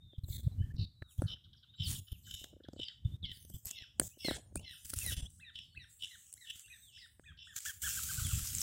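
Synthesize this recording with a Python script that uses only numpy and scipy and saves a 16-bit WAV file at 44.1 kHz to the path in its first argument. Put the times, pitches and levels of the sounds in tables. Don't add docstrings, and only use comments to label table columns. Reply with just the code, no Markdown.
import sys
import numpy as np
from scipy import signal
from scipy.fft import rfft, irfft, next_fast_len
from scipy.io import wavfile
from scipy.ndimage import uniform_filter1d

SR = 44100
rng = np.random.default_rng(int(sys.argv[2]) if len(sys.argv) > 2 else 0)


def boost_factor(decibels):
    exponent = np.asarray(decibels, float) / 20
    return 10 ** exponent


def put_to_file(sound):
    columns = np.atleast_2d(sound).T
    safe = np.clip(columns, -1, 1)
    whole_steps = np.round(safe * 32767)
    wavfile.write(sys.argv[1], SR, whole_steps.astype(np.int16))


N = 380141


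def colour(x, points):
    size = next_fast_len(len(x))
    hz, db = np.transpose(points)
    bins_hz = np.arange(size // 2 + 1) * SR / size
    gain = boost_factor(np.interp(np.log(bins_hz + 1), np.log(hz), db, -120, -120))
    return irfft(rfft(x, size) * gain, size)[:len(x)]


def band(x, lo_hz, hi_hz, order=2):
    return signal.sosfilt(signal.butter(order, [lo_hz, min(hi_hz, .45 * SR)], "band", fs=SR, output="sos"), x)


def unit(x):
    return x / np.sqrt(np.mean(x ** 2))


def walk(rate):
    k = int(SR / rate)
    steps = np.repeat(rng.standard_normal(N // k + 1), k)
    return unit(uniform_filter1d(steps, k)[:N])


def add(out, s, sound):
    i = max(int(s * SR), 0)
    out[i:i + len(sound)] += sound[:N - i]


def swells(rows, rise_db_s, fall_db_s, rest_db):
    t = np.arange(0, N + 64, 64) / SR
    s, hold, db = np.transpose(rows)[:3, :, None]
    before, after = np.clip(s - t, 0, None), np.clip(t - s - np.abs(hold), 0, None)
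    db = db - rise_db_s * before - fall_db_s * after
    return boost_factor(np.vstack([rest_db + 0 * t, db])) ** 2


def spread(v):
    return np.interp(np.arange(N) / 64, np.arange(len(v)), v)


def total_db(power):
    return spread(10 * np.log10(power.sum(axis=0)))


def leaves(db, bright_db, ring_hz):
    # frequency in Hz, density in dB per Hz.
    leaf = [(1200, -19.5), (1550, -14), (2000, -14.5), (3000, -10.5), (4200, -10.5), (6000, -4.5),
            (7900, -4), (11000, -7), (15900, -6)]
    bursts_db = 1.6 * rng.exponential(size=N // 40 + 1).clip(0, 6).repeat(40)[:N]
    grains = boost_factor(bursts_db + .8 * walk(45))
    hz, s, cells = signal.stft(unit(grains * rng.standard_normal(N)), SR, nperseg=512)
    at = np.minimum((s * SR).astype(int), N - 1)
    db, bright_db, ring_hz = db[at], bright_db[at], ring_hz[at]
    hz = hz[:, None]

    quiet = np.clip((-56.0 - db) / 11, 0, 1)
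    treble_db = (bright_db + 5.0) * np.clip((hz - 9000) / 3000, 0, 1)
    sunk_db = 11 * quiet * np.clip((6500 - hz) / 2500, 0, 1)

    luck = uniform_filter1d(rng.standard_normal((65, len(s))), size=22, axis=1)
    luck = unit(luck + .8 * uniform_filter1d(luck, size=5, axis=0))
    luck = luck.repeat(4, axis=0)[:len(hz)]
    ring = np.exp(-(np.log((hz + 1) / ring_hz) / 0.12) ** 2)
    streak_db = (2 + 10.9 * quiet) * (np.tanh(3 * luck + 2.77 * ring) - .6) + 3.6 * ring

    leaf_hz, leaf_db = np.transpose(leaf)
    shape_db = np.interp(np.log(hz + 1), np.log(leaf_hz), leaf_db, -60, -60)
    level_db = db + shape_db + treble_db - sunk_db + streak_db + 7.5
    return signal.istft(cells * boost_factor(level_db), SR)[1][:N]


def snaps():
    # time in seconds, level
    # in dB, # dull part in dB, ring in Hz.
    ticks = [(1.22, -55, -9, 9300), (2.443, -55, -2, 6960), (2.686, -71, -20, 5330),
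             (2.733, -70, -18, 5250), (3.656, -45.5, -31, 12500), (3.711, -45, -18, 7400),
             (3.998, -29, -9, 8700), (4.309, -54, -10, 8400), (4.557, -43, -20, 8560),
             (4.851, -60, -18, 7560), (4.866, -46, -18, 8300), (4.902, -49, -13, 8000),
             (4.938, -44, -5.5, 9900), (4.988, -40.5, -13, 7600), (5.064, -41, -13, 9700),
             (5.098, -47.5, -22, 9700), (5.303, -56, -28, 8800), (6.328, -46, -35, 8700),
             (6.339, -46, -35, 8750), (6.596, -53, -11, 6960), (7.073, -63, -25, 8500),
             (7.563, -49, -18, 7400), (7.564, -45, -6, 6960), (7.605, -42, -8, 7600),
             (7.821, -57, -25, 12000), (7.921, -55, -22, 12500), (8.268, -44.5, -8, 9000),
             (8.473, -45, -22, 5600), (8.55, -39, -18, 8300), (8.584, -42.5, -11, 6660),
             (8.608, -41, -25, 8800), (8.616, -39.5, -14, 6300)]
    out, t = np.zeros(N), np.arange(300) / SR
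    noises = rng.standard_normal((len(ticks), len(t)))
    for (s, db, dull_db, ring_hz), noise in zip(ticks, noises):
        crack = noise * (1 - np.exp(-t / .0003)) * np.exp(-t / 0.0015)
        ring = unit(band(crack, ring_hz / 1.186, ring_hz * 1.175, order=3))
        bright = .42 * unit(band(crack, 4600, 15500))
        dull = boost_factor(dull_db) * unit(band(crack, 1700, 6800))
        add(out, s - .0007, boost_factor(db - 7.5) * (ring + bright + dull))
    return out


def branch(db):
    # time in seconds, level in dB, hardness in dB.
    knocks = [(0.134, -51.5, -32), (0.287, -63, -28), (.396, -69, -28), (0.476, -49.5, -43.5),
              (1.024, -66, -5), (1.221, -40, -23), (2.415, -57, -29), (2.444, -65.5, -12),
              (2.529, -46, -42), (2.536, -50.5, -32), (2.564, -40, -45), (2.603, -37, -46),
              (2.643, -44, -41), (2.687, -44, -32), (2.734, -37, -43.5), (2.763, -43, -35),
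              (2.795, -42, -40), (3.448, -65.5, -38), (3.502, -57.5, -33), (3.999, -45, -15.5),
              (4.017, -54.5, -15.5), (4.172, -50, -35.5), (4.249, -42.5, -31), (4.285, -43.5, -18.5),
              (4.312, -44, -17.5), (4.524, -52, -35), (4.558, -50.5, -18), (4.936, -62, -7),
              (5.069, -60.5, -23), (5.122, -60.5, -21), (7.197, -64.5, -12)]
    out = boost_factor(db - 9.0 + 5.5 * walk(30)) * unit(band(rng.standard_normal(N), 130, 776, order=4))
    t = np.arange(900) / SR
    for (s, knock_db, hard_db), (pitch, side) in zip(knocks, rng.random((len(knocks), 2))):
        push = 1 - np.exp(-(t * boost_factor(0.64 * hard_db) / 0.00022) ** 2)
        low = np.sin(2 * np.pi * (260 + 90 * pitch) * t) * np.exp(-t / 0.0017)
        wood = 0.35 * np.sin(2 * np.pi * (470 + 100 * side) * t) * np.exp(-t / 0.0023)
        high = np.sin(2 * np.pi * (1350 + 400 * pitch) * t) * np.exp(-t / 0.0017)
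        hard = boost_factor(1.38 * hard_db + 8.0) * (1 - np.exp(-t / 0.00012)) * high
        add(out, s - .001, boost_factor(knock_db + 16.5) * np.sign(side - .5) * ((low + wood) * push + hard))
    return out


def wind(db):
    # time in seconds, level in dB, swing in Hz.
    puffs = [(0.187, -45.5, 85), (0.24, -45, 88), (0.307, -42, 84.4), (0.359, -54, 99.5),
             (0.451, -44.5, 78), (0.473, -33.5, 109), (0.613, -37.5, 95), (0.644, -41, 80),
             (0.749, -44.5, 70), (.795, -43, 86), (0.825, -45, 96), (0.854, -47.5, 90), (1.023, -51, 96),
             (1.194, -37.5, 89.5), (1.243, -40, 102), (1.259, -40.5, 113), (1.808, -40.5, 114),
             (2.126, -44.5, 68), (2.418, -53, 66), (3.058, -35.5, 99), (3.241, -46.5, 65), (3.254, -47, 80),
             (3.545, -46.5, 72), (3.665, -55.5, 72), (3.822, -51.5, 73.5), (4.284, -50.5, 150),
             (4.975, -48, 71), (5.059, -49.5, 80), (5.18, -43.5, 70), (5.232, -43.5, 70.7),
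             (5.776, -54, 75), (8.187, -44.5, 100), (8.224, -43.5, 81), (8.338, -39.5, 89),
             (8.352, -43, 110), (8.379, -45.5, 80), (8.431, -48.5, 65)]
    # frequency in Hz, density in dB per Hz.
    port = [(15, -29), (30, -18), (70, 1.5), (97, 1), (240, -19), (430, -39), (900, -63.5)]
    out = boost_factor(db + 3.8 * walk(24)) * unit(colour(rng.standard_normal(N), port))
    t = np.arange(-1500, 1500) / SR
    for (s, blow_db, swing_hz), turn in zip(puffs, rng.random(len(puffs))):
        swing = np.exp(-(t / 0.0058) ** 2) * np.cos(2 * np.pi * (swing_hz * t + turn))
        add(out, s + t[0], boost_factor(blow_db + 2.5) * swing)
    return out


def singer():
    # start in seconds, length in seconds, top pitch in Hz, level in dB.
    notes = [(1.452, 0.02, 1570, -79.5), (1.532, 0.025, 1650, -78), (1.628, 0.024, 1540, -75.5),
             (1.734, 0.023, 1580, -78.5), (2.834, 0.093, 2297, -72), (3.209, 0.133, 2300, -66.5),
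             (3.713, 0.137, 2280, -63), (4.197, 0.12, 2321, -57), (4.599, 0.15, 2230, -62.5),
             (5, 0.12, 2218, -62.5), (5.393, 0.118, 2130, -61.5), (5.745, 0.11, 2183, -60.5),
             (6.064, 0.1, 2204, -60.5), (6.364, 0.105, 2170, -61), (6.676, 0.105, 2115, -62),
             (6.97, 0.098, 2180, -61), (7.233, 0.093, 1930, -62), (7.469, 0.074, 1900, -62),
             (7.654, 0.068, 1800, -60), (7.833, 0.051, 1733, -56), (7.966, 0.033, 1603, -59),
             (8.087, 0.032, 1585, -59), (8.174, 0.031, 1516, -60), (8.292, 0.035, 1440, -63),
             (8.382, 0.022, 1364, -67.5), (8.444, .018, 1210, -75)]
    arch = [(0, .6), (.1, .87), (.2, 1.0), (.45, .93), (.86, .83), (1, .58)]
    pickup_from_s = 5.2
    out = np.zeros(N)
    for s, length, hz, db in notes:
        share = np.linspace(0, 1, int(length * SR))
        hump = np.interp(length, [.04, .08], [1, 0])
        arched = np.interp(share, *np.transpose(arch))
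        rounded = 1 - 0.883 * (share - .4) ** 2
        phase = 2 * np.pi * np.cumsum(hz * ((1 - hump) * arched + hump * rounded)) / SR

        top = np.interp(length, [.07, .1], [.9, .2])
        swell = np.interp(share, [0, .07, .16, .42, .5, .93, 1], [0, .3 + top, top, top, 1, .8, 0])
        if s < pickup_from_s and length > .07:
            swell = np.interp(share, [.24, .32, .5, .93, 1], [0, .45, 1, .8, 0])
        swell = swell * np.sin(np.pi * share) ** (hump / 2)

        octave = (0.21 + 95 * length ** 2) * boost_factor(0.92 * (db + 62.0))
        mouth = np.interp(share, [0, .05, .12, .2, .4, .5, .85, 1], [0, .3, 1, .25, .3, 1, .8, .1])
        second = octave * np.maximum(mouth, hump) * np.sin(2 * phase)
        third = .004 * octave ** 4 * np.sin(3 * phase)
        add(out, s, boost_factor(db + 2.5) * swell * (np.sin(phase) + second + third))
    return out * (boost_factor(1.8 * walk(90)) + .33 * walk(400))


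def buzzer():
    # start in seconds, length in seconds, throat resonance in Hz, level in dB,
    # high resonance in dB.
    buzzes = [(0.288, 0.11, 3650, -68, -30), (0.42, 0.039, 3660, -84, -24), (0.756, 0.13, 3935, -66, -24),
              (1.262, 0.11, 3150, -60, -16), (1.437, 0.026, 3260, -65, -28),
              (1.528, 0.015, 3250, -61.5, -22), (1.623, 0.026, 3253, -64, -37),
              (1.733, 0.022, 3120, -66.5, -34), (1.765, 0.086, 3130, -56.5, -20.5),
              (1.946, 0.026, 3236, -62, -18), (2.065, 0.029, 3080, -61, -13),
              (2.231, 0.23, 3140, -58, -14.5), (2.632, 0.028, 3300, -63, -24),
              (2.758, 0.15, 3100, -56.5, -22.5), (3.247, 0.086, 3146, -54.5, -21),
              (3.674, 0.2, 2910, -58, -11), (4.182, 0.083, 2915, -55.5, -2.5),
              (4.608, 0.15, 2960, -59, -12.5), (5.095, 0.066, 2975, -58, -12),
              (5.537, 0.074, 3040, -54, -22), (5.988, 0.087, 3010, -54.5, -17.5),
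              (6.449, 0.073, 2980, -56, -24), (6.911, 0.1, 2950, -60.5, -11),
              (7.368, 0.092, 3000, -58, -13), (7.844, 0.11, 2850, -66, -0.5),
              (8.268, 0.094, 2900, -69, -20)]
    out = np.zeros(N)
    cycle = np.cumsum(337 * (1 + .006 * walk(6) + .011 * walk(150))) / SR
    pulses = np.diff(np.floor(cycle), prepend=0) * boost_factor(2.8 * walk(200))
    source = unit(pulses) + 0.5 * np.exp(-(cycle % 1) / 1.3) * rng.standard_normal(N)
    for s, length, hz, db, high_db in buzzes:
        i, t = int(s * SR), np.arange(int(length * SR)) / SR
        raw = source[i:i + len(t)]
        throb = 1 + .3 * np.sin(2 * np.pi * 56 * t)
        breath = raw * np.sin(np.pi * t / length) ** 1.3 * throb
        voice = band(breath, hz - 130, hz + 130, order=2)
        voice = voice + 0.5 * band(breath, hz + 200, hz + 500, order=2)
        voice = voice + 0.2 * band(breath, hz - 300, hz + 850, order=5)
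        voice = voice + boost_factor(high_db) * band(breath, 5070, 5650, order=4)
        opening = t / 0.0099 * np.exp(1 - t / 0.013) * band(raw, hz + 700, hz + 1700, order=3)
        add(out, s, boost_factor(db) * unit(voice + .05 * opening))
    return out


def whistler():
    # start in seconds, length in seconds, first pitch in Hz, last pitch in Hz, level in dB.
    whistles = [(0.0, 0.16, 3700, 3550, -75.5), (0.585, 0.05, 2944, 3060, -80.5),
                (0.52, 0.021, 4120, 4030, -89), (0.62, 0.015, 1620, 1790, -81.5),
                (0.703, 0.018, 1710, 1750, -82.5), (5.253, 0.034, 2924, 4060, -71),
                (0.918, 0.24, 4050, 3720, -81), (1.084, 0.03, 3730, 3000, -78.5),
                (1.667, 0.047, 3300, 3750, -78.5), (1.712, 0.083, 3730, 3800, -78.5),
                (3.046, 0.034, 3526, 3530, -78.5), (3.107, 0.063, 3680, 3670, -82.5),
                (3.75, 0.037, 3660, 3660, -67), (5.619, 0.23, 4420, 4400, -86),
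                (4.106, 0.03, 2510, 2630, -75), (4.129, 0.019, 2600, 3050, -76),
                (4.562, 0.076, 2410, 3300, -74), (5.01, 0.042, 2745, 2440, -69),
                (5.41, 0.04, 2740, 2460, -63.5), (5.762, 0.034, 2700, 2440, -62),
                (6.066, 0.013, 3500, 4000, -64.5), (6.323, 0.038, 2630, 3480, -79.5),
                (1.757, 0.077, 7400, 7480, -85), (8.243, 0.039, 3410, 3110, -72),
                (7.258, 0.021, 2480, 2410, -68), (6.634, 0.048, 2600, 2980, -76),
                (6.671, 0.017, 3000, 3930, -73.5), (6.699, 0.034, 2570, 2430, -63.5),
                (6.806, 0.096, 3950, 3230, -70), (6.882, 0.062, 3250, 2590, -68.5)]
    out, waver_hz = np.zeros(N), 45 * walk(90)
    for s, length, from_hz, to_hz, db in whistles:
        share = np.linspace(0, 1, int(length * SR))
        hz = from_hz + (to_hz - from_hz) * share + waver_hz[int(s * SR):][:len(share)]
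        tone = np.sin(2 * np.pi * np.cumsum(hz) / SR)
        add(out, s, boost_factor(db + 10.0) * np.sin(np.pi * share) ** .5 * tone)
    return out * boost_factor(4 * walk(70))


def rasper():
    # start in seconds, length in seconds, first pitch in Hz, last pitch in Hz,
    # level in dB.
    rasps = [(0.12, .05, 3500, 3260, -73.5), (.235, 0.024, 4300, 3500, -77),
             (.31, 0.089, 2300, 1800, -87.5), (.776, 0.075, 2950, 2800, -80), (.778, .06, 5100, 4800, -81),
             (1.005, .12, 1400, 1330, -88), (1.104, 0.03, 3300, 2600, -79), (1.18, .03, 3200, 3500, -79.5),
             (1.225, .1, 1600, 1300, -83), (1.264, 0.024, 4800, 3300, -70), (1.359, .02, 1700, 1400, -83),
             (1.564, 0.041, 5700, 4000, -75), (1.827, 0.065, 5440, 3840, -64.5),
             (1.895, .04, 1000, 980, -82), (2.075, 0.018, 1600, 1500, -78), (2.125, .04, 3300, 2600, -71.5),
             (2.267, 0.024, 1750, 1400, -71), (2.598, .015, 1700, 1470, -79),
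             (2.649, 0.022, 1770, 1400, -73), (2.831, 0.07, 5300, 4250, -63),
             (2.879, 0.046, 2000, 1400, -74), (3.225, 0.038, 3830, 2840, -57.5),
             (3.253, 0.017, 4900, 3800, -64), (3.323, 0.055, 5200, 4400, -68),
             (3.517, 0.046, 3160, 3300, -73), (3.66, .05, 1100, 1000, -84), (5.59, 0.069, 5600, 5000, -69),
             (5.81, 0.04, 5750, 5500, -75.5), (6.962, .07, 5500, 4300, -66)]
    out, husk = np.zeros(N), walk(500)
    for s, length, from_hz, to_hz, db in rasps:
        share = np.linspace(0, 1, int(length * SR))
        tone = np.sin(2 * np.pi * np.cumsum(from_hz + (to_hz - from_hz) * share) / SR)
        rough = husk[int(s * SR):][:len(share)] * tone
        add(out, s, boost_factor(db + 7.0) * np.sin(np.pi * share) ** .5 * rough)
    return out


def yard(x, t60, wet_db):
    t = np.arange(SR // 2) / SR
    tail = rng.standard_normal(len(t)) * np.exp(-np.log(1000) * t / t60) * np.clip(t / 0.02, 0, 1)
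    tail = tail / np.sqrt(np.sum(tail ** 2))
    blurred = x * (.25 + .75 * walk(200) + .6 * walk(600))
    return x + boost_factor(wet_db) * signal.fftconvolve(blurred, tail)[:N]


def hiss():
    # frequency in Hz, density in dB per Hz.
    floor = [(250, -14), (500, -19), (1100, -20.5), (3000, -25), (6000, -24.5), (15500, -24)]
    return boost_factor(-87.5) * unit(colour(rng.standard_normal(N), floor))


def scene():
    # full strength at in seconds, hold in seconds, level in dB, brightness in dB,
    # leaf ring in Hz.
    rustles = [(0.261, 0.11, -69.5, 1.5, 7800), (1.118, 0.016, -68, -1.5, 9500),
               (1.22, 0.028, -78, -10.5, 9700), (1.888, 0.042, -54, -4.5, 9500),
               (2.025, 0.24, -75, 4, 9650), (2.268, 0.14, -60, -4.5, 7100), (2.733, 0.19, -79, -51, 7640),
               (3.336, 0.26, -68, 1, 8100), (3.667, 0.045, -56.5, -7, 7700), (4.029, 0.075, -59, -5, 7500),
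               (4.195, 0.19, -62, -6.5, 8850), (4.355, 0.032, -58, -28, 9300),
               (4.566, 0.03, -66, -13, 9300), (4.716, 0.14, -62, -6, 9300), (4.86, 0.27, -55.5, -4, 9600),
               (5.174, 0.027, -59.5, -20, 9100), (5.3, 0.091, -68.5, -10.5, 8700),
               (5.553, 0.33, -78, -13, 8300), (5.903, 0.11, -65, -8.5, 7900), (6.066, 0.23, -60, -10, 7830),
               (6.357, 0.18, -64.5, -8, 8000), (6.556, 0.049, -56.5, -7, 7740),
               (6.67, 0.19, -63.5, -7.5, 7960), (6.906, 0.22, -74, -5.5, 8300),
               (7.194, 0.077, -76, -15, 7950), (7.456, 0.069, -70, -18, 7540),
               (7.565, 0.11, -52, -9.5, 7240), (7.62, 0.15, -56.5, -3.5, 7500),
               (7.824, 0.33, -51.5, -5.5, 7550), (8.203, .5, -52.5, -6, 7580)]
    # full strength at in seconds, hold in seconds, level in dB.
    rubs = [
        (1.2, 0.094, -68),
        (.5, .03, -81),
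        (2.42, 0.052, -67.5),
        (2.66, 0.16, -80),
        (3.66, 0.15, -75),
        (4.0, 0.048, -65.5),
        (4.26, 0.12, -60),
        (4.6, 0.011, -63),
        (5.05, 0.17, -75),
        (6.6, 0.0058, -80),
    ]
    # full strength at in seconds, hold in seconds, level in dB.
    gusts = [(0, 0.012, -54.5), (.2, 0.44, -56.5), (.5, 0.13, -60), (.78, 0.0078, -51.5), (1.0, 0.019, -65),
             (1.2, 0.11, -56.5), (1.5, 0.0071, -59), (1.85, 0.056, -50), (2.1, 0.59, -64.5),
             (2.72, 0.13, -65), (3.08, 0.16, -55), (3.5, 0.017, -54.5), (4.0, 0.03, -56.5),
             (4.3, 0.076, -62.5), (4.57, 0.025, -54), (5.0, 0.035, -58), (5.2, 0.022, -54),
             (5.56, 0.069, -72), (5.78, 0.043, -61.5), (6.05, 0.029, -68.5), (6.6, 0.2, -90.5),
             (7.2, 0.21, -67), (7.8, 0.0047, -64), (8.05, 0.12, -62), (8.2, 0.21, -57), (8.6, .02, -59.5)]
    shaken = swells(rustles, rise_db_s=484, fall_db_s=191, rest_db=-99)
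    rubbed = swells(rubs, rise_db_s=530, fall_db_s=168, rest_db=-94)
    blown = swells(gusts, rise_db_s=130, fall_db_s=102, rest_db=-73.5)

    colours = np.vstack([(-5, 8000), np.array(rustles)[:, 3:]])
    bright_db, ring_hz = (spread(c @ shaken / shaken.sum(axis=0)) for c in colours.T)

    near = leaves(total_db(shaken), bright_db, ring_hz)
    near = near + yard(snaps(), t60=0.09, wet_db=-11.0) + branch(total_db(rubbed))
    birds = yard(singer() + whistler(), t60=0.32, wet_db=-7.0)
    birds = birds + yard(buzzer(), t60=0.37, wet_db=-1.5) + yard(rasper(), t60=0.25, wet_db=-4.5)
    return (near + wind(total_db(blown)) + birds + hiss())[None]


def band_limit(x):
    return signal.sosfilt(signal.butter(12, 16960, fs=SR, output="sos"), x)


def record(dry):
    # start in seconds, end in seconds.
    lifts = [(.281, .372), (.38, .409), (.431, .724), (.739, .77), (.782, .853), (1.178, 1.346),
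             (1.798, 2.002), (3.048, 3.168), (3.23, 3.263), (3.538, 3.569), (3.65, 3.696), (3.706, 3.716),
             (3.995, 4.08), (4.245, 4.372), (4.554, 4.58), (4.96, 5.146), (5.165, 5.21), (5.222, 5.271),
             (7.56, 7.59), (7.65, 7.712), (7.818, 8.62)]
    trips = [.181, .235, 1.019, 2.117, 2.339, 2.791, 2.812, 2.831, 4.847, 4.895, 4.933, 6.035, 6.498]
    brief_trips = [2.31, 2.44, 2.684, 2.731, 2.883, 3.315, 3.449, 3.498, 4.594, 5.19, 5.555, 5.588, 6.022]
    flicks = [1.792, 3.295, 3.372, 3.427, 3.584, 3.76, 3.787, 3.823, 4.679, 4.695, 4.71, 5.775, 6.056,
              6.267, 6.326, 6.338, 6.378, 6.558, 6.595, 6.661, 7.195]
    spans = list(lifts)
    for peaks, hold_s in [(trips, .014), (brief_trips, .005), (flicks, .0017)]:
        spans += [(s, s + hold_s) for s in peaks]
    lift_db = np.zeros(N)
    for start, end in spans:
        lift_db[int(start * SR):int(end * SR)] = 11
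    gain = boost_factor(uniform_filter1d(lift_db, size=110))
    top_cut = signal.ellip(8, .2, 60, 15850, fs=SR, output="sos")
    return band_limit(signal.sosfilt(top_cut, dry) * gain)


dry = scene()
out = record(dry)
put_to_file(out)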